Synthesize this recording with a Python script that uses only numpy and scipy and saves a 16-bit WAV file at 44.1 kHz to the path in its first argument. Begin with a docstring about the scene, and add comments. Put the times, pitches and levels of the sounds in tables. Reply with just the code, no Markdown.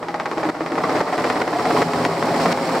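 """Outdoors, under a low helicopter. Main blades slap, then tear the air with a crackling swish.
Slaps are pressure pulses; swish, downwash roar and turbine hiss are shaped noise; the tail rotor is
a stack of harmonics. Eddies, rumble, a hum and a knock are narrow bands of noise.
Slaps, swish, roar and hiss return off the ground milliseconds later, duller.
The level creeps up and drops abruptly, again and again."""
import sys
import numpy as np
from scipy import signal
from scipy.fft import rfft, irfft
from scipy.io import wavfile
from scipy.ndimage import uniform_filter1d, minimum_filter1d

SR = 44100
rng = np.random.default_rng(int(sys.argv[2]) if len(sys.argv) > 2 else 0)


def digitize_waveform(pressure):
    """Quantize a signal to 16-bit integers and store it at the path in sys.argv[1].

    Rows of a 2-D input are taken as channels; values are limited to [-1, 1].
    """
    field = np.atleast_2d(pressure).T
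    bounded = np.clip(field, -1, 1)
    quanta = np.round(bounded * 32767).astype(np.int16)
    wavfile.write(sys.argv[1], SR, quanta)


N = 123480
T = np.arange(N) / SR
HZ = np.fft.rfftfreq(N, 1 / SR)

# Layer levels on approach: time_s, swish_db, roar_db, hiss_db, tail_rotor_db
APPROACH_LEVELS = [(0, -27.5, -31.5, -47, -38), (.3, -32.5, -32.5, -47, -43), (.6, -28, -29, -43.5, -34.5),
                   (0.901, -26, -25, -40.5, -40.5), (1.25, -24, -24, -36.5, -36.5),
                   (1.5, -24.5, -23, -36, -35.5), (1.8, -25.5, -20.5, -32.5, -26),
                   (2.1, -25.5, -18.5, -31.5, -28), (2.45, -25, -20.5, -33.5, -30),
                   (2.8, -25.5, -18.5, -30.5, -30.5)]
# Individually placed blade slaps: start_s, level_db, centre_hz
PLACED_SLAPS = [(.0287, -15, 846), (0.0852, -12, 1100), (.143, -12.5, 1070), (0.1995, -9, 1050),
                (0.258, -13, 1210), (0.3146, -13.5, 1080), (0.3805, -16, 1046), (.4312, -17, 950),
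                (.4895, -24, 1190), (.6085, -12.5, 755), (0.6629, -13, 1270), (.72, -18, 1510),
                (0.755, -16.5, 1400), (0.7805, -13.5, 910), (.8381, -12, 1108), (1.006, -12.5, 1010),
                (1.1332, -12.5, 910), (1.1797, -13, 1600), (1.2439, -7.5, 1030), (1.3012, -3, 1180),
                (1.4212, -10.5, 1210), (1.4786, -9, 915), (1.5368, -12, 980), (1.656, -9, 1100),
                (1.8189, -8, 1080), (1.935, -8.5, 1430), (2.051, -3, 1543), (2.2264, -5, 1080),
                (2.4585, -5, 1100), (2.5281, -12, 1400)]
# Slap pulse spectrum: frequency_hz, relative_db
SLAP_SPECTRUM = [(60, -31), (200, -27), (450, 2.5), (900, 4.5), (1450, 1), (2100, -7), (3000, -14.5),
                 (5000, -22), (15000, -56.5)]
# Torn-air noise spectrum: frequency_hz, relative_db
SWISH_SPECTRUM = [(70, -27), (200, -9), (320, 4), (520, -2), (780, -2), (1250, -3.5), (1580, -14),
                  (2000, -7), (2800, -26), (5000, -25), (15000, -60)]
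# Blade pressure pulse spectrum: frequency_hz, relative_db
THUMP_SPECTRUM = [(17, -4), (35, 2), (52, -12), (120, -5), (300, 4), (1000, -39)]
# Downwash noise spectrum: frequency_hz, relative_db
ROAR_SPECTRUM = [(20, -42), (65, -24), (100, -14), (150, -6), (205, -2), (290, -2), (520, 0), (750, 1.5),
                 (1150, -6), (1600, -14.5), (2000, -15.5), (2800, -28), (15000, -50)]
# Turbine noise spectrum: frequency_hz, relative_db
HISS_SPECTRUM = [(500, -12), (2200, 5), (2850, 0.5), (3150, 1.5), (3600, -2.5), (4200, 3), (5500, 1),
                 (6400, -10), (7200, -4.5), (8500, -6), (10000, -14.5), (15500, -17.5)]
# Flares of the hiss: middle_s, half_length_s, boost_db
HISS_FLARES = [(2.43, 0.035, 3.5), (2.526, 0.0028, 4.5)]
# Tail rotor harmonics: order, relative_db
TAIL_HARMONICS = [(1, -12.5), (2, 5.5), (3, 6), (4, -12.5), (5, 3)]
# Eddies shed by the blades: middle_s, half_length_s, centre_hz, level_db
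EDDIES = [(0.464, .04, 316.4, -30), (0.623, 0.017, 317, -24.5), (0.739, 0.013, 319, -20.5),
          (.848, 0.0089, 1114, -20.5), (0.979, 0.024, 620, -28), (1.26, 0.027, 469, -26.5),
          (1.561, 0.018, 721, -19.5), (1.659, 0.039, 728, -21.5), (1.776, 0.007, 1060, -20),
          (1.804, 0.021, 424, -21.5), (2.241, 0.016, 438, -24), (2.315, 0.014, 670, -21),
          (2.37, 0.024, 817, -23), (2.375, 0.014, 266, -20), (2.458, 0.019, 714, -20.5),
          (2.47, 0.016, 168, -26.5), (2.69, 0.054, 276, -24.5), (2.759, 0.024, 402, -24)]
# Wake rumble: time_s, level_db
RUMBLE_LEVELS = [(1.55, -62.5), (2.0, -41), (2.8, -43.5)]
# Hollow hum: time_s, level_db
HUM_LEVELS = [(0, -45), (.7, -40.5), (1.6, -35.5)]
# Hollow knock: time_s, level_db
KNOCK_LEVELS = [(.44, -32), (.6, -50)]
# Stereo width of the noises: frequency_hz, side_to_mid_db
WIDTH_SPECTRUM = [(80, -56), (350, -19), (700, -16.5), (1400, -11.5), (2800, -3.5), (5500, -5), (15000, 2)]
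# Stereo balance: frequency_hz, left_minus_right_db
BALANCE_SPECTRUM = [(300, .3), (2800, -.2), (5500, -1.6), (14000, -4.7)]
# Abrupt level drops: start_s, drop_db
LEVEL_DROPS = [(0.503, 9), (1.016, 7), (1.306, 2.5), (1.421, 5), (1.831, 6.5), (2.068, 5), (2.531, 6.5),
               (2.785, 3.5)]

BLADE_HZ, FIRST_BLADE_S, BLADE_JITTER_S = 17.283, 0.0267, 0.00031
ORDINARY_SLAP_DB, SLAP_REFERENCE_HZ = -21.5, 1000
AFTERCRACK_S, AFTERCRACK_DB = 0.0033, -8.5  # delay at SLAP_REFERENCE_HZ
SWISH_LEAD_S, SWISH_ATTACK_S, SWISH_HOLD_S, SWISH_DECAY_S = 0.0033, 0.0062, 0.0043, 0.028
CRACKLE_PER_S, CRACKLE_DB, CRACKLE_SPREAD_DB = 440, -7.5, 7
THUMP_DB = -60
TAIL_HZ, TAIL_WAVER_SHARE, TAIL_WAVER_HZ = 83.2, 0.0098, 6.3
TAIL_FLUTTER_DB, TAIL_FLUTTER_HZ = 3.8, 18
EDDY_WIDTH_SHARE, EDDY_SAG_SHARE_PER_S = 0.082, 0.92  # shares of the centre frequency
RUMBLE_HZ, RUMBLE_WIDTH_HZ = 117, 12.4
HUM_HZ, HUM_WIDTH_HZ, HUM_LAG_S, HUM_BEAT_DB = 324.4, 5.2, 0.029, 15.5
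KNOCK_HZ, KNOCK_WIDTH_HZ, KNOCK_LAG_S, KNOCK_BEAT_DB = 826, 13, 0.0095, 18
SCATTER_DB, SCATTER_T60_S = -7.5, 0.03
ECHO_S, ECHO_GROWTH_S_PER_S, ECHO_DB, ECHO_CORNER_HZ = 0.0062, 0.00048, -9.5, 1190
CREEP_DB_PER_S, DROP_S = 15.5, 0.00098
CEILING_DB, LIMIT_S = -4, 0.004


def slaps(passes_s):
    """Blades strike the wake of the one before; placed slaps, soft to hard, crack twice."""
    placed_s = np.transpose(PLACED_SLAPS)[0]
    ordinary = abs(passes_s[:, None] - placed_s).min(1) > .005
    ordinary_clicks = clicks(passes_s, amp(ORDINARY_SLAP_DB) * ordinary)
    out = signal.oaconvolve(ordinary_clicks, pulse(SLAP_SPECTRUM))[:N]
    for start_s, level_db, centre_hz in PLACED_SLAPS:
        shifted_spectrum = np.array(SLAP_SPECTRUM) * [centre_hz / SLAP_REFERENCE_HZ, 1]
        crack = amp(level_db) * pulse(shifted_spectrum)
        aftercrack_s = AFTERCRACK_S * SLAP_REFERENCE_HZ / centre_hz
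        add(out, start_s, crack)
        add(out, start_s + aftercrack_s, amp(AFTERCRACK_DB) * crack)
    return scatter(out)


def swishes(passes_s, lumpy_db=2.0, lumpy_hz=220):
    """Torn air around each blade pass: a lumpy noise rush with small random cracks."""
    envelope = np.zeros(N)
    for pass_s in passes_s:
        age_s = T - pass_s + SWISH_LEAD_S
        attack = np.clip(age_s / SWISH_ATTACK_S, 0, 1)
        envelope += attack * np.exp(-np.maximum(age_s - SWISH_HOLD_S, 0) / SWISH_DECAY_S)
    rush = unit(noise(SWISH_SPECTRUM) * amp(lumpy_db * wander(lumpy_hz)))
    struck = rng.random(N) < CRACKLE_PER_S / SR
    cracks = struck * amp(CRACKLE_SPREAD_DB * np.minimum(rng.exponential(1, N), 3))
    crackle = unit(scatter(signal.oaconvolve(cracks, pulse(SLAP_SPECTRUM))[:N]))
    return approach(1) * unit(envelope) * (rush + amp(CRACKLE_DB) * crackle)


def thump(passes_s):
    """Deep pressure pulse as each blade pushes the air."""
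    pushes = clicks(passes_s, np.ones(len(passes_s)))
    return amp(THUMP_DB) * unit(signal.oaconvolve(pushes, pulse(THUMP_SPECTRUM, size=16384))[:N])


def downwash(gust_db=1.07, gust_hz=70):
    """Gusty broadband roar of the rotor wake."""
    return approach(2) * unit(noise(ROAR_SPECTRUM) * amp(gust_db * wander(gust_hz)))


def tail_rotor():
    """Harmonics of a wavering blade rate, each fluttering in level."""
    turns = np.cumsum(TAIL_HZ * (1 + TAIL_WAVER_SHARE * wander(TAIL_WAVER_HZ))) / SR
    stack = np.zeros(N)
    for order, level_db in TAIL_HARMONICS:
        gain = amp(level_db + TAIL_FLUTTER_DB * wander(TAIL_FLUTTER_HZ))
        stack += gain * np.cos(2 * np.pi * (round(order) * turns + rng.random()))
    return approach(4) * unit(stack)


def turbines(flutter_db=1.2, flutter_hz=120):
    """Exhaust hiss: noise fluttering in level, with brief flares."""
    flare_db = np.zeros(N)
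    for middle_s, half_length_s, boost_db in HISS_FLARES:
        flare_db += boost_db * np.exp(-((T - middle_s) / half_length_s) ** 2)
    return approach(3) * noise(HISS_SPECTRUM) * amp(flare_db + flutter_db * wander(flutter_hz))


def eddies(size=8192):
    """Shed eddies: narrow noise bands that swell, sag in pitch and die."""
    out = np.zeros(N)
    t = (np.arange(size) - size / 2) / SR
    hz = np.fft.fftfreq(size, 1 / SR)
    for middle_s, half_length_s, centre_hz, level_db in EDDIES:
        band = np.exp(-.5 * (hz / (EDDY_WIDTH_SHARE * centre_hz)) ** 2)
        churn = np.fft.ifft(band * np.exp(2j * np.pi * rng.random(size)))
        swell = np.exp(-(t / half_length_s) ** 2)
        cycles = centre_hz * (t - EDDY_SAG_SHARE_PER_S * t ** 2 / 2)
        surge = swell * (churn * np.exp(2j * np.pi * cycles)).real
        level = amp(level_db) * np.linalg.norm(swell) / np.linalg.norm(surge)
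        add(out, middle_s + t[0], level * surge)
    return out


def hum():
    """Hollow narrow-band noise throbbing at the main blade rate."""
    return narrow(HUM_HZ, HUM_WIDTH_HZ, HUM_LEVELS) * beat(HUM_BEAT_DB, HUM_LAG_S)


def knock():
    """Hollow narrow-band noise pulsing at the blade rate, fading early on."""
    return narrow(KNOCK_HZ, KNOCK_WIDTH_HZ, KNOCK_LEVELS) * beat(KNOCK_BEAT_DB, KNOCK_LAG_S)


def rumble():
    """Wake rumble: a low noise band that fades in late."""
    return narrow(RUMBLE_HZ, RUMBLE_WIDTH_HZ, RUMBLE_LEVELS)


def scatter(x, low_hz=250):
    """Nearby ground and airframe smear a sharp sound into a short tail in each ear."""
    t = T[:SR // 5]
    highpass = signal.butter(2, low_hz, "high", fs=SR)
    tail = signal.lfilter(*highpass, rng.standard_normal((2, len(t))))
    tail *= amp(-60 * t / SCATTER_T60_S)
    tail /= np.linalg.norm(tail, axis=1, keepdims=True)
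    return x + amp(SCATTER_DB) * signal.oaconvolve(x[None], tail, axes=1)[:, :N]


def ground(x):
    """Adds a duller reflection, later as the helicopter stands higher in the sky."""
    dull = irfft(rfft(x) / np.sqrt(1 + (HZ / ECHO_CORNER_HZ) ** 2), N)
    source_s = T - ECHO_S - ECHO_GROWTH_S_PER_S * T
    echo = np.array([np.interp(source_s, T, ear, left=0) for ear in dull])
    return x + amp(ECHO_DB) * echo


def approach(column):
    """Gain of one layer as the helicopter comes closer."""
    table = np.transpose(APPROACH_LEVELS)
    return amp(np.interp(T, table[0], table[column]))


def beat(depth_db, lag_s):
    """Gain of rms 1 cycling at the blade rate, peaking lag_s after each nominal pass."""
    return unit(amp(depth_db * np.cos(2 * np.pi * BLADE_HZ * (T - FIRST_BLADE_S - lag_s))))


def noise(spectrum):
    """Stereo noise of rms 1, alike in both ears in the bass and less so in the treble."""
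    mid, side = rfft(rng.standard_normal((2, N)))
    width = amp(read(WIDTH_SPECTRUM))
    ears = np.array([mid + width * side, mid - width * side])
    return unit(irfft(ears * amp(read(spectrum)) / np.sqrt(1 + width ** 2), N))


def narrow(centre_hz, width_hz, levels):
    """Gaussian band of noise on a level curve."""
    band = np.exp(-.5 * ((HZ - centre_hz) / width_hz) ** 2)
    tone = unit(irfft(rfft(rng.standard_normal(N)) * band, N))
    return tone * amp(np.interp(T, *np.transpose(levels)))


def pulse(spectrum, size=4096):
    """Causal minimum-phase pressure pulse of peak 1."""
    log_gain = np.log(amp(read(spectrum, abs(np.fft.fftfreq(size, 1 / SR)))))
    wave = np.fft.ifft(np.exp(np.conj(signal.hilbert(log_gain)))).real[:size // 2]
    return -wave / abs(wave).max()


def clicks(times_s, gains):
    """Train of one-sample clicks."""
    return np.bincount(np.round(np.abs(times_s) * SR).astype(int), gains, N)[:N]


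def wander(rate_hz):
    """Smooth random motion of rms 1."""
    lowpass = np.exp(-(HZ / rate_hz) ** 2) * (HZ > 0)
    return unit(irfft(rfft(rng.standard_normal(N)) * lowpass, N))


def add(mix, start_s, sound):
    """Mixes a sound in at start_s."""
    part = mix[max(round(start_s * SR), 0):][:len(sound)]
    part += sound[:len(part)]


def read(points, hz=HZ):
    """Interpolates a spectrum on a log-frequency axis."""
    f, value = np.transpose(points)
    return np.interp(np.log(hz + 1), np.log(f), value)


def amp(db):
    """Decibels to gain."""
    return 10 ** (np.asarray(db) / 20)


def unit(x):
    """Scales to rms 1."""
    return x / np.sqrt(np.mean(x ** 2) + 1e-20)


def limit(x):
    """Peak limiter with one smoothed gain for both ears."""
    size = max(round(LIMIT_S * SR), 2)
    gain = np.minimum(amp(CEILING_DB) / (abs(x).max(0) + 1e-9), 1)
    return x * uniform_filter1d(minimum_filter1d(gain, size), size)


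def scene():
    """Both rotors and the turbines; slaps, swish, roar and hiss also reach the ground."""
    passes_s = np.arange(FIRST_BLADE_S, N / SR, 1 / BLADE_HZ)
    passes_s = passes_s + BLADE_JITTER_S * rng.standard_normal(len(passes_s))
    air = ground(slaps(passes_s) + swishes(passes_s) + downwash() + turbines())
    return air + thump(passes_s) + tail_rotor() + eddies() + hum() + knock() + rumble()


def record(dry, start_db=-3):
    """Level creeps up between abrupt drops; treble leans right; then limiter and low-pass."""
    level_db = start_db + CREEP_DB_PER_S * T
    for start_s, drop_db in LEVEL_DROPS:
        level_db = level_db - drop_db * np.clip((T - start_s) / DROP_S, 0, 1)
    balance_db = np.outer([.5, -.5], read(BALANCE_SPECTRUM))
    leaning = irfft(rfft(dry * amp(level_db)) * amp(balance_db), N)
    lowpass = signal.firwin(801, 15750, window=("kaiser", 9), fs=SR)
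    return signal.oaconvolve(limit(leaning), lowpass[None], "same")


dry = scene()
out = record(dry)
digitize_waveform(out)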